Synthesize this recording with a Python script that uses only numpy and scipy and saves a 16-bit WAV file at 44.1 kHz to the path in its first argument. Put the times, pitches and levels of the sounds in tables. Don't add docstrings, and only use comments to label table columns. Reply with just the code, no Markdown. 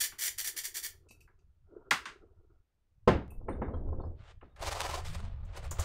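import sys
import numpy as np
from scipy import signal
from scipy.fft import rfft, irfft
from scipy.io import wavfile

SR = 44100
rng = np.random.default_rng(int(sys.argv[2]) if len(sys.argv) > 2 else 0)


def transcribe(u):
    v = np.clip(np.atleast_2d(u).T, -1, 1)
    q = np.round(v * 32767).astype(np.int16)
    wavfile.write(sys.argv[1], SR, q)


N = 257544
TIME = np.arange(N) / SR

# (time [s], level [dB])
THUDS = [(1.062, -65), (1.104, -53), (3.075, -2), (3.315, -47.5), (3.409, -49.5), (3.483, -20.5),
         (3.552, -46), (3.616, -20.5), (3.678, -33.5), (3.736, -28.5), (3.884, -41.5), (3.925, -32.5),
         (3.998, -32), (4.033, -34.5), (4.425, -40.5)]
# (frequency [Hz], relative level [dB])
DESK_COLOUR = [(60, -8), (135, -5), (302, -1), (1030, -14), (1800, -17.5), (3500, -30.5), (15000, -58.5)]
# (time [s], level [dB])
ROLLING = [(3.28, -63.5), (3.46, -54), (3.56, -43.5), (4.05, -47.5), (4.15, -56), (4.36, -120)]
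# (first catch [s], time between catches [s], rub above steady contact [dB], rustle above steady contact [dB])
KEY_RUNS = [(4.632, 0.0445, 12.1, 8), (5.152, 0.049, 3.6, -2)]
KEY_ROWS = 9, 3


def from_db(db):
    return 10 ** (np.asarray(db) / 20)


def rms_one(x):
    return x / np.sqrt(np.mean(x ** 2) + 1e-20)


def at_hz(points, hz):
    p = np.array(points)
    return np.interp(np.log(hz + 1e-9), np.log(p[:, 0]), p[:, 1])


def in_time(rows):
    s, *columns = np.transpose(rows)
    return [np.interp(TIME, s, c) for c in columns]


def level_between(s, db):
    return np.interp(TIME, s, db, left=-140, right=-140)


def drift(rate):
    r = np.exp(-2 * np.pi * rate / SR)
    wander = signal.lfilter([1], [1, -2 * r, r * r], rng.standard_normal(N + SR))
    return rms_one(wander[SR:])


def coloured(spectrum, x):
    hz = np.fft.rfftfreq(N, 1 / SR)
    inside = hz >= spectrum[0][0]
    return rms_one(irfft(rfft(x) * from_db(at_hz(spectrum, hz)) * inside, N))


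def low_pass(x, hz):
    return signal.sosfilt(signal.butter(4, hz, fs=SR, output="sos"), x)


def grit(per_s, spread_db):
    sizes = from_db(spread_db * np.minimum(rng.exponential(1, N), 5))
    hits = rng.random(N) < per_s / SR
    return rng.standard_normal(N) * (1 + sizes * hits)


def clicks(rows, gain_db):
    train = np.full(N, 1e-18)
    np.add.at(train, np.round(np.array(rows)[:, 0] * SR).astype(int), from_db(gain_db))
    return train


def die_away(x, t60):
    return signal.lfilter([1], [1, -from_db(-60 / (t60 * SR))], x)


def resonate(x, hz, t60):
    r, w = from_db(-60 / (t60 * SR)), 2 * np.pi * hz / SR
    return signal.lfilter([0, np.sin(w)], [1, -2 * r * np.cos(w), r * r], x)


def ring(rows, modes, scatter_db, level_db, contact_s):
    out = np.zeros(N)
    luck = rng.normal(0, 1, (len(rows), len(modes)))
    for k, (hz, db, t60) in enumerate(modes):
        gain_db = np.array(rows)[:, 1] + db + level_db + scatter_db * luck[:, k]
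        ringing = resonate(clicks(rows, gain_db), hz, t60)
        out += resonate(ringing, hz, contact_s) * 2 * np.log(1000) / (contact_s * SR)
    return low_pass(out, 1.5 * modes[-1][0])


def soft(rows, hz):
    edge_hz = np.array(rows)[:, 2]
    return -10 * np.log10(1 + (hz / edge_hz) ** 12)


def clatter(rows, spectrum, decay, crack_db, level_db, contact_s):
    out = np.zeros(N)
    edges = np.geomspace(60, 16000, 21)
    white = rng.standard_normal((2, N))
    for k, (low, high) in enumerate(zip(edges, edges[1:])):
        hz = np.sqrt(low * high)
        gain_db = np.array(rows)[:, 1] + level_db + at_hz(spectrum, hz) + soft(rows, hz)
        train = clicks(rows, gain_db)
        tail = die_away(train, at_hz(decay, hz))
        crack = from_db(crack_db) * die_away(train, 0.015)
        step = 1 / (contact_s * SR)
        swell = signal.lfilter([step], [1, step - 1], tail + crack)
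        band = signal.butter(4, [low, high], "band", fs=SR, output="sos")
        out += signal.sosfilt(band, white[k % 2] * swell)
    return out


def floor():
    # (frequency [Hz], relative level [dB])
    floor_colour = [(150, -4), (1780, -18.5), (15800, -33)]
    return coloured(floor_colour, rng.standard_normal(N)) * from_db(-88)


def rumble():
    # (time [s], level [dB])
    rest_shake = [(0, -67), (1.05, -64), (2.6, -63), (2.75, -95), (3.06, -57.5)]
    # (frequency [Hz], relative level [dB])
    shake_colour = [(12, 8), (43, -2), (81, 2.5), (172, -19.5), (500, -81)]
    after_db, after_t60_s = -42.5, 0.69
    roll_share, roll_db = 0.44, -18
    lean_s, lean_rise_s, lean_db = 4.485, 0.17, -41

    after = die_away(clicks(THUDS, np.array(THUDS)[:, 1] + after_db), after_t60_s)
    rolling = from_db(roll_share * level_between(*np.transpose(ROLLING)) + roll_db)
    lean = from_db(lean_db) * np.clip((TIME - lean_s) / lean_rise_s, 0, 1) ** 2
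    rest = from_db(in_time(rest_shake)[0])
    level = np.sqrt(rest ** 2 + after ** 2 + rolling ** 2 + lean ** 2)
    return coloured(shake_colour, rng.standard_normal(N)) * level * from_db(3.5 * drift(35))


def moan():
    # (time [s], pitch [Hz], level [dB])
    glide = [(5.04, 125.5, -44.5), (5.24, 205, -55), (5.3, 220, -59)]
    s, hz, db = np.transpose(glide)
    phase = 2 * np.pi * np.cumsum(np.interp(TIME, s, hz)) / SR
    return np.sin(phase) * from_db(level_between(s, db) + 6 * drift(22))


def chinks():
    # (time [s], level [dB], pitch [Hz])
    loose_part = [(3.49, -71, 4140), (3.517, -70, 3600), (3.628, -68, 3630), (3.736, -68, 3220),
                  (3.738, -78, 4040), (3.968, -82, 3060), (3.995, -77.5, 3620), (4.012, -71, 4330),
                  (4.036, -77, 5030), (4.492, -74.5, 3710)]
    out, scuff = np.zeros(N), 1 + drift(70)
    for s, db, hz in loose_part:
        age = np.maximum(TIME - s, 0)
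        fade = from_db(db - 60 * age / 0.13)
        out += fade * np.sin(2 * np.pi * hz * age) * np.minimum(age / 0.0094, 1)
    return out * scuff


def rattles():
    # (time [s], level [dB])
    bursts = [(5.449, -71), (5.71, -40), (5.796, -38)]
    # (frequency [Hz], relative level [dB])
    key_colour = [(4500, -5), (7000, 9.5), (10500, -5)]
    fade = die_away(clicks(bursts, np.array(bursts)[:, 1]), 0.1)
    return coloured(key_colour, rng.standard_normal(N)) * fade


def can():
    # (time [s], clear ring [dB], small rings [dB],
    #                   centre of the small rings it wakes [Hz], spread of those it wakes [log frequency])
    taps = [(1.086, -56.5, -66.5, 6000, 0.36), (1.106, -45, -65.5, 8000, 1), (1.204, -48, -72, 9000, 1),
            (1.387, -68, -84, 5800, 0.24), (3.303, -56, -64.5, 11300, 0.28),
            (3.491, -81, -63.5, 9040, 0.098)]
    cluster_hz = [4110, 4650, 5720, 6340, 7730, 8600, 9400, 10500, 12100, 13500, 14400]
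    wall_hz, wall_t60_s, small_t60_s = 2614, 0.06, 0.14

    out = np.zeros(N)
    waver = 1 + .9 * drift(130)
    hz = np.repeat(cluster_hz, 7)[:, None]
    hz = hz * (1 + .05 * rng.standard_normal(hz.shape))
    all_draws = rng.normal(0, 1, (len(taps), len(hz), 2))
    for (s, db, small_db, centre_hz, width), draws in zip(taps, all_draws):
        part = slice(int(s * SR), int((s + .3) * SR))
        age = TIME[part] - TIME[part][0]
        late = np.maximum(age - 0.002 * np.abs(draws[:, 1:]), 0)
        woken = np.exp(-.5 * (np.log(hz / centre_hz) / width) ** 2)
        fade = from_db(2.9 * draws[:, :1] - 9.5 - 60 * late / small_t60_s)
        small = (woken * fade * np.sin(2 * np.pi * hz * late)).sum(0)
        wall = np.sin(2 * np.pi * wall_hz * age) * from_db(-60 * age / wall_t60_s)
        wall *= np.minimum(age / 0.007, 1) * waver[part]
        out[part] += (from_db(db) * wall + from_db(small_db) * small) * np.minimum(age / 0.0028, 1)
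    return out


def drag():
    # (time [s], level [dB])
    slide = [(1.0, -58.5), (1.63, -84), (1.69, -49), (1.9, -47), (2.45, -60.5), (2.62, -77.5)]
    # (frequency [Hz], width [Hz], relative level [dB])
    hollows = [(378, 160, 0.5), (581, 470, -7), (910, 190, -11.5), (1371, 210, 5)]
    out, rub = np.zeros(N), grit(260, spread_db=-1.5)
    for hz, width, top_db in hollows:
        r = np.exp(-np.pi * width / SR)
        poles = [1, -2 * r * np.cos(2 * np.pi * hz / SR), r * r]
        once = signal.lfilter([1, 0, -1], poles, rub)
        band = signal.lfilter([1, 0, -1], poles, once)
        out += rms_one(band) * from_db(top_db - 13.5 + 3.5 * drift(22))
    level = from_db(in_time(slide)[0] + 4.1 * drift(17))
    return low_pass(out, 850) * level * (TIME < slide[-1][0])


def roll():
    small_knocks = grit(60, spread_db=5.0) * from_db(2.2 * drift(18))
    level = from_db(level_between(*np.transpose(ROLLING)))
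    return low_pass(coloured(DESK_COLOUR, small_knocks), 710) * level


def nozzle():
    # (time [s], level [dB], time held [s])
    puffs = [(0.0, -18.5, 0.051), (0.183, -22.5, 0.048), (0.216, -20, 0.068), (0.2504, -28, 0.032),
             (0.3772, -21.5, 0.036), (0.44, -22.5, 0.044), (0.561, -23, 0.033), (0.6336, -22.5, 0.031),
             (0.741, -24, 0.042), (0.826, -23, 0.033)]
    # (frequency [Hz], relative level [dB])
    jet_colour = [(400, -23), (900, -16.5), (1820, 1.5), (2700, -4), (5720, 2), (15600, -1)]
    echo_s, echo_share = .000765, .42

    power = np.zeros(N)
    for s, db, held in puffs:
        age = TIME - s
        fall_db = 60 * np.clip(age - held, 0, 1) / .1
        power += from_db(2 * (db - 14 - fall_db)) * np.clip(age / .009, 0, 1) ** 2
    hiss = coloured(jet_colour, grit(900, spread_db=3.2))
    jet = hiss * np.sqrt(power) * from_db(2.5 * drift(120))
    return jet - echo_share * np.interp(TIME - echo_s, TIME, jet)


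def squeaks():
    lowest_hz, highest_hz = 580, 950
    rise = .25
    (first, step, *_), last = KEY_RUNS[0], KEY_ROWS[0]
    rows = (TIME - first) / step + .5
    row = np.clip(rows, 0, last).astype(int)
    start_hz = rng.uniform(lowest_hz, highest_hz, (last + 1, 3))[row].T
    phase = 2 * np.pi * np.cumsum(start_hz * (1 + rise * (rows % 1)), axis=1) / SR
    swell = np.abs(np.sin(np.pi * rows)) * (rows > 0) * (rows < last)
    return np.sin(phase).sum(0) * swell * from_db(-2)


def contact():
    # (time [s], rub on the case [dB], fibre rustle [dB])
    touch = [(4.44, -80, -75.5), (4.558, -75.5, -99), (4.597, -55, -54), (5.0, -55.5, -53),
             (5.03, -66, -59), (5.055, -52, -48.5), (5.11, -62.5, -51), (5.27, -62, -64), (5.4, -68, -75),
             (5.53, -61.5, -62.5), (5.6, -83, -71), (5.84, -48, -52)]
    # (time of peak [s], rub [dB], rustle [dB], rise [s])
    scrubs = [(5.575, -47, -50.5, 0.017), (5.651, -50.5, -52, 0.017), (5.716, -43, -52.5, 0.0024),
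              (5.789, -41.5, -47, 0.0026), (5.83, -53, -53, 0.0081)]
    swish_start_s, swish_stop_s, growth_db_per_s = 4.13, 4.315, 75
    swish_db = [[-61.5], [-59]]
    catch_s, catch_scatter_db, scrub_fall_s = 0.011, 2, 0.015

    swish = from_db(growth_db_per_s * np.minimum(TIME - swish_stop_s, 0))
    swish *= np.clip((TIME - swish_start_s) / 0.075, 0, 1) ** 2
    swish *= np.clip(1 + (swish_stop_s - TIME) / 0.017, 0, 1)
    steady = from_db(in_time(touch)) * (TIME > touch[0][0])
    out = steady + from_db(swish_db) * swish
    for (first, step, *lift_db), count in zip(KEY_RUNS, KEY_ROWS):
        for k, luck in enumerate(rng.normal(0, 1, (count, 2))):
            swell = np.exp(-.5 * ((TIME - first - k * step) / catch_s) ** 2)
            lift = from_db(np.array(lift_db) + catch_scatter_db * luck)
            out += steady * lift[:, None] * swell
    for s, rub_db, rustle_db, rise in scrubs:
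        width = np.where(TIME < s, rise, scrub_fall_s)
        swell = np.exp(-.5 * ((TIME - s) / width) ** 2)
        out += from_db([[rub_db], [rustle_db]]) * swell
    return out


def cloth():
    # (frequency [Hz], relative level [dB])
    rub_colour = [(300, -5), (560, 3.5), (850, 0.5), (1250, -2.5), (2500, -21), (4500, -72.5)]
    # (frequency [Hz], relative level [dB])
    fibre_colour = [(710, -29), (1200, -6), (4570, -9.5), (8180, -15), (15800, -30.5)]
    rub, rustle = contact()
    fibres = coloured(fibre_colour, grit(1800, spread_db=4.5))
    dull = low_pass(fibres, 3900)
    half = low_pass(low_pass(fibres, 9300), 9300)
    light = np.minimum(rustle / from_db(-55), 1) ** 1.2
    firm = np.minimum(rustle / from_db(-50), 1) ** 2.5
    rustling = dull + light * (half - dull) + firm * (fibres - half)
    scrub = coloured(rub_colour, grit(330, spread_db=4.0)) + squeaks()
    flutter = from_db(1.8 * drift(70))
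    return flutter * (scrub * rub + rustling * rustle)


def bumps():
    # (time [s], level [dB])
    desk_bumps = [(3.145, -22), (5.065, -33), (5.155, -26.5), (5.25, -33), (5.495, -24.5), (5.66, -24.5),
                  (5.785, -17)]
    # (frequency [Hz], relative level [dB], time to fall 60 dB [s])
    low_modes = [(49.7, -1, 0.055), (80.5, -1, 0.099)]
    return ring(desk_bumps, low_modes, scatter_db=2.0, level_db=-1.5, contact_s=0.054)


def cap():
    # (time [s], level [dB], contact edge [Hz])
    snaps = [(0.118, -41, 3374), (1.275, -51, 1870), (1.908, -11, 15000), (2.054, -29, 8600),
             (2.082, -52, 12280), (4.41, -47, 2570), (4.56, -48.5, 14180)]
    # (frequency [Hz], relative level [dB])
    cap_colour = [(120, -17.5), (208, -8.5), (578, -19.5), (1260, -3), (2570, -10.5), (8740, -25.5),
                  (15800, -40)]
    # (frequency [Hz], time to fall 60 dB [s])
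    cap_decay = [(150, 0.084), (1500, 0.24), (14000, 0.21)]
    return clatter(snaps, cap_colour, cap_decay, crack_db=4.0, level_db=4, contact_s=0.0012)


def knocks():
    late_s, push_db, follows = .006, 22, .82
    rows = np.array(THUDS) + [late_s, 0]
    push = clicks(rows, push_db + follows * rows[:, 1])
    return -low_pass(low_pass(push, 950), 950)


def blows():
    # (frequency [Hz], time to fall 60 dB [s])
    desk_decay = [(60, 0.39), (300, 0.31), (4000, 0.27), (12000, 0.16)]
    # (frequency [Hz], relative level [dB], time to fall 60 dB [s])
    desk_modes = [(66, -13, 0.61), (226.6, 1.5, 0.073), (496, 2.5, 0.056), (863, -9, 0.028),
                  (1048, -6.5, 0.098), (1294, -10.5, 0.06)]
    softest_hz, hardest_hz, edge_follows = 1080, 15820, 0.9
    struck = []
    for s, db in THUDS:
        edge_hz = np.hypot(softest_hz, hardest_hz * from_db(edge_follows * db))
        struck.append((s, db, edge_hz))
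    noise = clatter(struck, DESK_COLOUR, desk_decay, crack_db=11.0, level_db=1.0, contact_s=0.0052)
    tones = ring(THUDS, desk_modes, scatter_db=4.0, level_db=-10.5, contact_s=0.0043)
    return noise + tones + knocks()


def room(x):
    low_t60_s, high_t60_s = 0.25, 0.16
    t = np.arange(SR // 2) / SR
    noise = rng.standard_normal(len(t))
    low = signal.lfilter([.3], [1, -.7], noise)
    tail = low * from_db(-60 * t / low_t60_s) + (noise - low) * from_db(-60 * t / high_t60_s)
    tail *= t > .004
    return signal.fftconvolve(x, tail / np.sqrt(np.sum(tail ** 2)))[:N] * from_db(-6)


def scene():
    jet, wipe = nozzle(), cloth()
    tinks = can() + chinks() + rattles()
    airborne = jet + wipe + tinks + room(jet + 0.56 * wipe + 0.8 * tinks)
    desk = blows() + bumps() + drag() + roll() + rumble()
    return (airborne + cap() + desk + moan() + floor())[None]


def record(dry):
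    return signal.sosfilt(signal.ellip(12, .5, 70, 15700, fs=SR, output="sos"), dry)


dry = scene()
out = record(dry)
transcribe(out)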